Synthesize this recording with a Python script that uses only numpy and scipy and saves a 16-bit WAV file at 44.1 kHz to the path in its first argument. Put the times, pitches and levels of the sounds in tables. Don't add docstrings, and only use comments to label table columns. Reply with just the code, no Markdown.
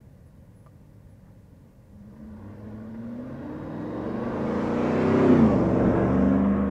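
import sys
import numpy as np
from scipy import signal
from scipy.fft import rfft, irfft, next_fast_len
from scipy.io import wavfile
from scipy.ndimage import uniform_filter1d

SR = 44100
rng = np.random.default_rng(int(sys.argv[2]) if len(sys.argv) > 2 else 0)


def output_pcm(signal):
    pcm = np.clip(np.atleast_2d(signal).T, -1, 1) * 32767
    wavfile.write(sys.argv[1], SR, np.round(pcm).astype(np.int16))


N = 295470
TIME = np.arange(N) / SR


def amp(db):
    return 10 ** (np.asarray(db) / 20)


def evened(x):
    return x / np.sqrt(np.mean(x ** 2) + 1e-20)


def curves(rows):
    s, *columns = np.transpose(rows)
    return [np.interp(TIME, s, c) for c in columns]


def read(points, hz):
    f, db = np.transpose(points)
    envelope_db = np.interp(np.log(hz + 1), np.log(f), db)
    return envelope_db - 20 * np.log2(np.maximum(hz / f[-1], 1))


def bumps(modes, hz):
    return sum(db / (1 + (2 * (hz - f) / width) ** 2) for f, width, db in modes)


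def wander(rate_hz):
    knots = rng.standard_normal(2048)
    return evened(np.interp(TIME * rate_hz, np.arange(len(knots)), knots))


def noise(spectrum, modes=()):
    size = next_fast_len(N)
    hz = np.fft.rfftfreq(size, 1 / SR)
    white = rfft(rng.standard_normal(size))
    coloured = irfft(white * amp(read(spectrum, hz) + bumps(modes, hz)), size)
    return evened(coloured[:N])


def turn(at_s, span_s):
    return .5 + .5 * np.tanh((TIME - at_s) / span_s)


def crossfade(share, before, after):
    return np.sqrt(1 - share) * before + np.sqrt(share) * after


def tone(hz, db, waver):
    phase = 2 * np.pi * np.cumsum(hz * (1 + waver * wander(60))) / SR
    return np.sqrt(2) * amp(db) * np.sin(phase)


def swell(centre_s, sigma_s, db):
    return amp(db) * np.exp(-.5 * ((TIME - centre_s) / sigma_s) ** 2)


def sing(centre_s, sigma_s, hz, db, waver):
    return swell(centre_s, sigma_s, db) * tone(hz, 0, waver)


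# pitch_hz, relative_level_db
IDLE_SPECTRUM = [(12, -35), (20, -15), (42, -8), (70, -3.5), (92, -1.5), (144, -5), (306, -13), (352, -23),
                 (534, -15), (705, -21), (1130, -30), (1340, -30), (1450, -33.5), (3260, -46.5),
                 (15500, -49.5)]
# pitch_hz, relative_level_db
HUM_LINES = [(102.3, -56), (145.3, -59), (188.4, -59), (473.7, -81)]
# pitch_hz, width_hz, gain_db
ROAD_REFLECTION = [(712, 183, -8.5), (1120, 140, -0.5), (1307, 89, -14.5), (1920, 230, 3.5)]


def idle(air_db=-51.0, hum_db=-2.0):
    hum = sum(tone(hz, db + hum_db, waver=0.036) for hz, db in HUM_LINES)
    air = amp(air_db) * noise(IDLE_SPECTRUM, ROAD_REFLECTION)
    return air + hum * (1 - turn(1.7, 0.27))


# start_s, level_db
CLICK_ONSETS = [(0.663, -51), (.669, -51.5)]
# pitch_hz, relative_level_db, t60_s
CLICK_RING = [(617, 0, 0.058), (900, -8, 0.027), (1070, 0, 0.033), (1177, -4, 0.067), (3030, -28, .04),
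              (5030, -24, .04)]


def clicks():
    out = np.zeros(N)
    t = TIME[:SR // 4]
    for start_s, level_db in CLICK_ONSETS:
        ring = sum(amp(level_db + db - 60 * t / t60) * np.sin(2 * np.pi * hz * t)
                   for hz, db, t60 in CLICK_RING)
        out[round(start_s * SR):][:len(t)] += ring
    return out


# centre_s, sigma_s, relative_level_db
CHIRP_SWELLS = [(.275, .014, -73), (.58, 0.021, -69), (.645, .022, -75), (1.115, .018, -73)]


def chirps(pitch_hz=10150, level_db=-3.5):
    return sum(swell(*row) for row in CHIRP_SWELLS) * tone(pitch_hz, level_db, waver=0.0011)


# centre_s, sigma_s, pitch_hz, level_db, width_octaves
NOISE_SWELLS = [(1.278, .03, 850, -65.5, 0.88), (4.65, .33, 10240, -79, .07),
                (5.33, 0.13, 10500, -74.5, .09), (6.18, 0.14, 5400, -69, 0.22)]


def hush(centre_s, sigma_s, hz, db, octaves):
    spread = 2. ** (octaves * np.arange(-2, 3))
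    return swell(centre_s, sigma_s, db) * noise(np.c_[hz * spread, [-40, -8, 0, -8, -40]])


# centre_s, sigma_s, pitch_hz, level_db
HOOT_SWELL = (5.533, .013, 590, -25)


def small_sounds():
    hushes = sum(hush(*row) for row in NOISE_SWELLS)
    return clicks() + chirps() + sing(*HOOT_SWELL, waver=.016) + hushes


START_S, ABREAST_S, ACCEL_M_PER_S2, LANE_M = 2.05, 5.416, 3.42, 4.14
REF_HZ = 200


def drawn_level(source, firing_hz):
    level_db, per_doubling_db, place_m, spread_m = source
    travel = np.maximum(TIME - START_S, 0) ** 2 - (ABREAST_S - START_S) ** 2
    along_m = .5 * ACCEL_M_PER_S2 * travel - place_m
    distance_m = np.sqrt(along_m ** 2 + LANE_M ** 2 + spread_m ** 2)
    return level_db + per_doubling_db * np.log2(firing_hz / REF_HZ) - 20 * np.log10(distance_m / LANE_M)


# relative_level_db, per_speed_doubling_db, place_m, spread_m
EXHAUST_CARRY = (-18.5, 9, 2, 0.8)
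ROAR_CARRY = (-29.5, 12, 1.36, 8)
TREAD_CARRY = (-53, 1.5, -2.9, 3.1)


def drive_levels(firing_hz, pull, far):
    rear = turn(5.83, 0.22)
    drive_db = drawn_level(EXHAUST_CARRY, firing_hz) + 5.5 * rear
    roar_db = drawn_level(ROAR_CARRY, firing_hz) + 4.5 * rear - 0.9 * pull
    hidden = 1 - turn(4.38, .15)
    hiss_db = drawn_level(TREAD_CARRY, firing_hz) - 13 * hidden - 5 * far
    return drive_db, roar_db, hiss_db


def roar_level(x):
    band = signal.butter(4, [750, 3000], "band", fs=SR, output="sos")
    return x / signal.sosfilt(band, x).std()


# pitch_hz, relative_level_db
ROAR_AHEAD = [(25, -11), (60, 2), (100, 2.5), (250, 8), (380, 0.5), (470, 12.5), (600, 13), (750, 5.5),
              (1050, 3), (1500, -3), (2000, -12.5), (2400, -18), (3300, -23), (5000, -29)]
ROAR_BESIDE = [(25, -20.5), (60, -8), (90, -1.5), (250, 5.5), (550, 7.5), (750, 3.5), (1150, 1),
               (1500, -2.5), (2000, -5), (2600, -11.5), (3600, -20.5), (5000, -29.5)]
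ROAR_BEHIND = [(25, -21.5), (70, -2), (250, 4), (560, 9.5), (780, 2.5), (1100, 3), (1600, -3), (2100, -10),
               (2800, -18.5), (3600, -26.5), (4400, -40)]
# pitch_hz, width_hz, gain_db
FAR_REFLECTION = [(800, 170, -6.5), (1150, 250, 4)]


def road(cycles, far, roar_db=-2.0, flutter_db=0.36, throb=0.06):
    ahead = roar_level(noise(ROAR_AHEAD, ROAD_REFLECTION))
    front = crossfade(turn(4.525, 0.23), ahead, roar_level(noise(ROAR_BESIDE)))
    distant = roar_level(noise(ROAR_BEHIND, FAR_REFLECTION))
    back = crossfade(far, roar_level(noise(ROAR_BEHIND)), distant)
    roar = crossfade(turn(5.456, .15), front, back)
    beat = np.cos(2 * np.pi * 3 * cycles)
    return roar * amp(roar_db + flutter_db * wander(40)) * (1 + throb * beat)


# pitch_hz, relative_level_db
TREAD_SPECTRUM = [(2500, -7), (3800, -2), (5200, 0.5), (7600, -6), (9200, -20.5), (10300, -18.5),
                  (11800, -32), (15000, -32.5)]


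def tyre_hiss(hiss_db=-2.0, notch_hz=4300, notch_db=-16):
    hollow = noise(TREAD_SPECTRUM, [(notch_hz, 1100, notch_db), (9000, 1400, 7)])
    return amp(hiss_db) * crossfade(turn(5.9, .35), noise(TREAD_SPECTRUM), hollow)


def patchy(x, depth_db=2.0, width_bins=5, length_frames=12):
    z = signal.stft(x, nperseg=2048, noverlap=1536)[2]
    patches = uniform_filter1d(rng.standard_normal(z.shape), width_bins, 0)
    patches = evened(uniform_filter1d(patches, length_frames, 1))
    y = signal.istft(z * amp(depth_db * patches), nperseg=2048, noverlap=1536)[1][:N]
    return y * x.std() / y.std()


# pitch_hz, width_hz, gain_db
WHINE_RESONANCE = [(1117, 235, 19)]


def whine(firing_hz, drive_db, behind, whine_db=-37, rear_db=-3, ratio=5.47):
    hz = ratio * firing_hz
    return tone(hz, drive_db + whine_db + rear_db * behind + bumps(WHINE_RESONANCE, hz), waver=.007)


# centre_s, sigma_s, pitch_hz, level_db
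INTAKE_BOOMS = [(2.022, 0.093, 201.7, -46.5), (2.29, 0.092, 215.4, -42.5)]
# centre_s, sigma_s, pitch_hz, level_db
LOAD_WHISTLE = (4, 0.42, 3795, -72)


def booms_and_whistle():
    booms = sum(sing(*row, waver=0.0306) for row in INTAKE_BOOMS)
    return booms + sing(*LOAD_WHISTLE, waver=.007)


# pitch_hz, relative_level_db
GAS_SPECTRUM = [(30, -31), (70, -11.5), (130, -1.5), (240, 7), (400, -2.5), (600, -6), (900, -22),
                (2000, -31)]


def exhaust_gas(cycles, behind, pull, ahead_db=-16, behind_db=-8.5, pull_db=-4, depth=0.41):
    firings = depth * np.cos(2 * np.pi * 8 * cycles)
    puffs = evened(1 + firings + .3 * np.cos(2 * np.pi * 3 * cycles))
    level_db = ahead_db + (behind_db - ahead_db) * behind + pull_db * pull
    return noise(GAS_SPECTRUM) * puffs * amp(level_db)


# pitch_hz, width_hz, gain_db
NOTE_RESONANCES = [(95, 35, 9), (150, 44, 0.5), (182, 12, -2.5), (233.4, 55, 5)]
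# centre_s, sigma_s, relative_level_db
NOTE_SURGES = [(5.318, 0.019, -20), (5.434, 0.026, -17)]


def firing_note(cycles, firing_hz, drive_db, note_db=-12.5, fade_db=1.65, jitter_rad=0.077):
    size = amp(drive_db + note_db + bumps(NOTE_RESONANCES, firing_hz))
    size = size + sum(swell(*row) for row in NOTE_SURGES)
    phase = 2 * np.pi * 8 * cycles + jitter_rad * wander(35)
    return np.sqrt(2) * size * amp(fade_db * wander(14)) * np.cos(phase)


# order, ahead_relative_level_db, beside_relative_level_db, behind_relative_level_db
ENGINE_ORDERS = [(1.9884, -31, -34, -35.5), (3, -17, -14.5, -15.5), (4, -25.5, -19, -18.5),
                 (5, -11, -15, -6), (6.05, -20.5, -19, -19.5), (6.9, -11.5, -14.5, -18),
                 (9.08, -15.5, -8.5, -24.5), (9.84, -19.5, -17, -12), (10.89, -13.5, -9.5, -9.5),
                 (12.03, -26.5, -10, -29), (13.07, -12, -26.5, -31), (14, -11.5, -24, -12),
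                 (15.1, -17.5, -18, -23.5), (16, -11.5, -17, -21), (17, -17.5, -28, -21.5),
                 (18.12, -16, -13, -24), (19, -15, -23, -16), (20.76, -25.5, -30, -25.5),
                 (23, -23, -39, -22), (29.05, -26, -25.5, -24.5), (31.5, -21.5, -32, -31),
                 (36.2, -32.5, -29.5, -31), (48, -40.5, -43, -46.5)]
# pitch_hz, width_hz, gain_db
INTAKE_RESONANCES = [(103, 14, 1.5), (176, 38, -12.5), (231.5, 77, 11), (275, 22.3, -9.5), (301.5, 30.5, 9),
                     (410, 30, -8.5), (478, 35, 6)]
UNDERBODY_RESONANCES = [(103, 13, 3.7), (147, 21, 10.3), (225, 24, 2.1), (390, 63, 6.5)]
TAILPIPE_RESONANCES = [(128, 11, -3), (269, 12, 4), (454, 25, 5), (493, 26, 2), (601, 36, 6),
                       (684.8, 28, 6.5), (730, 58, -5.5)]
# pitch_hz, width_hz, gain_db
PULL_RESONANCES = [(76, 38, 7.5), (121, 30, -8), (270.76, 30, 4.5), (351, 45, -4)]


def engine(cycles, cycle_hz, behind, pull, firing_db=6.5, uneven_db=-6, fade_db=2.0, smear_rad=.006):
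    order, *patterns = np.transpose(ENGINE_ORDERS)
    resonances = INTAKE_RESONANCES, UNDERBODY_RESONANCES, TAILPIPE_RESONANCES
    step = 64
    light_load = (1 - turn(3.47, 0.36))[::step]
    beside, rear = turn(5.027, 0.19)[::step], behind[::step]
    shares = (1 - beside) * (1 - rear), beside * (1 - rear), rear
    out = np.zeros(N)
    for k in np.r_[2:8, 9:49]:
        hz = k * cycle_hz[::step]
        size = sum(share * amp(np.interp(k, order, pattern) + bumps(modes, hz))
                   for share, pattern, modes in zip(shares, patterns, resonances))
        load_db = light_load * (firing_db if k % 8 == 0 else uneven_db)
        size = size * amp(load_db + pull[::step] * bumps(PULL_RESONANCES, hz))
        phase = 2 * np.pi * (k * cycles + rng.random()) + smear_rad * k * wander(35)
        out += np.interp(TIME, TIME[::step], size) * amp(fade_db * wander(9)) * np.cos(phase)
    return out


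# time_s, cycle_rate_hz
ENGINE_SPEED = [(1.97, 5.56), (2.32, 10.7), (2.48, 12.7), (2.97, 14.1), (3.16, 15), (3.55, 19.2),
                (3.82, 21.2), (4.09, 24.3), (4.56, 28.64), (5.07, 32.2), (5.21, 33.3), (5.29, 32.4),
                (5.36, 30.4), (5.59, 23.3), (6.01, 23.83), (6.62, 25.13), (6.7, 24.5)]


def scene():
    cycle_hz, = curves(ENGINE_SPEED)
    firing_hz = 8 * cycle_hz
    cycles = np.cumsum(cycle_hz) / SR
    behind, far = turn(5.47, .07), turn(6.38, 0.12)
    pull = turn(6.14, 0.11)
    drive_db, roar_db, hiss_db = drive_levels(firing_hz, pull, far)

    rolling = patchy(amp(roar_db) * road(cycles, far) + amp(hiss_db) * tyre_hiss())
    burble = engine(cycles, cycle_hz, behind, pull) + exhaust_gas(cycles, behind, pull)
    motor = amp(drive_db - pull) * burble
    motor = motor + firing_note(cycles, firing_hz, drive_db + 9.5 * pull)
    motor = motor + whine(firing_hz, drive_db, behind)
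    truck = turn(1.9, 0.1) * (motor + rolling + booms_and_whistle())
    return (idle() + small_sounds() + truck)[None]


def record(dry, edge_hz=15700):
    faded = dry * signal.windows.tukey(N, .003)
    lowpass = signal.firwin(511, edge_hz, window=("kaiser", 9), fs=SR)
    return signal.oaconvolve(faded, lowpass[None], "same")


dry = scene()
out = record(dry)
output_pcm(out)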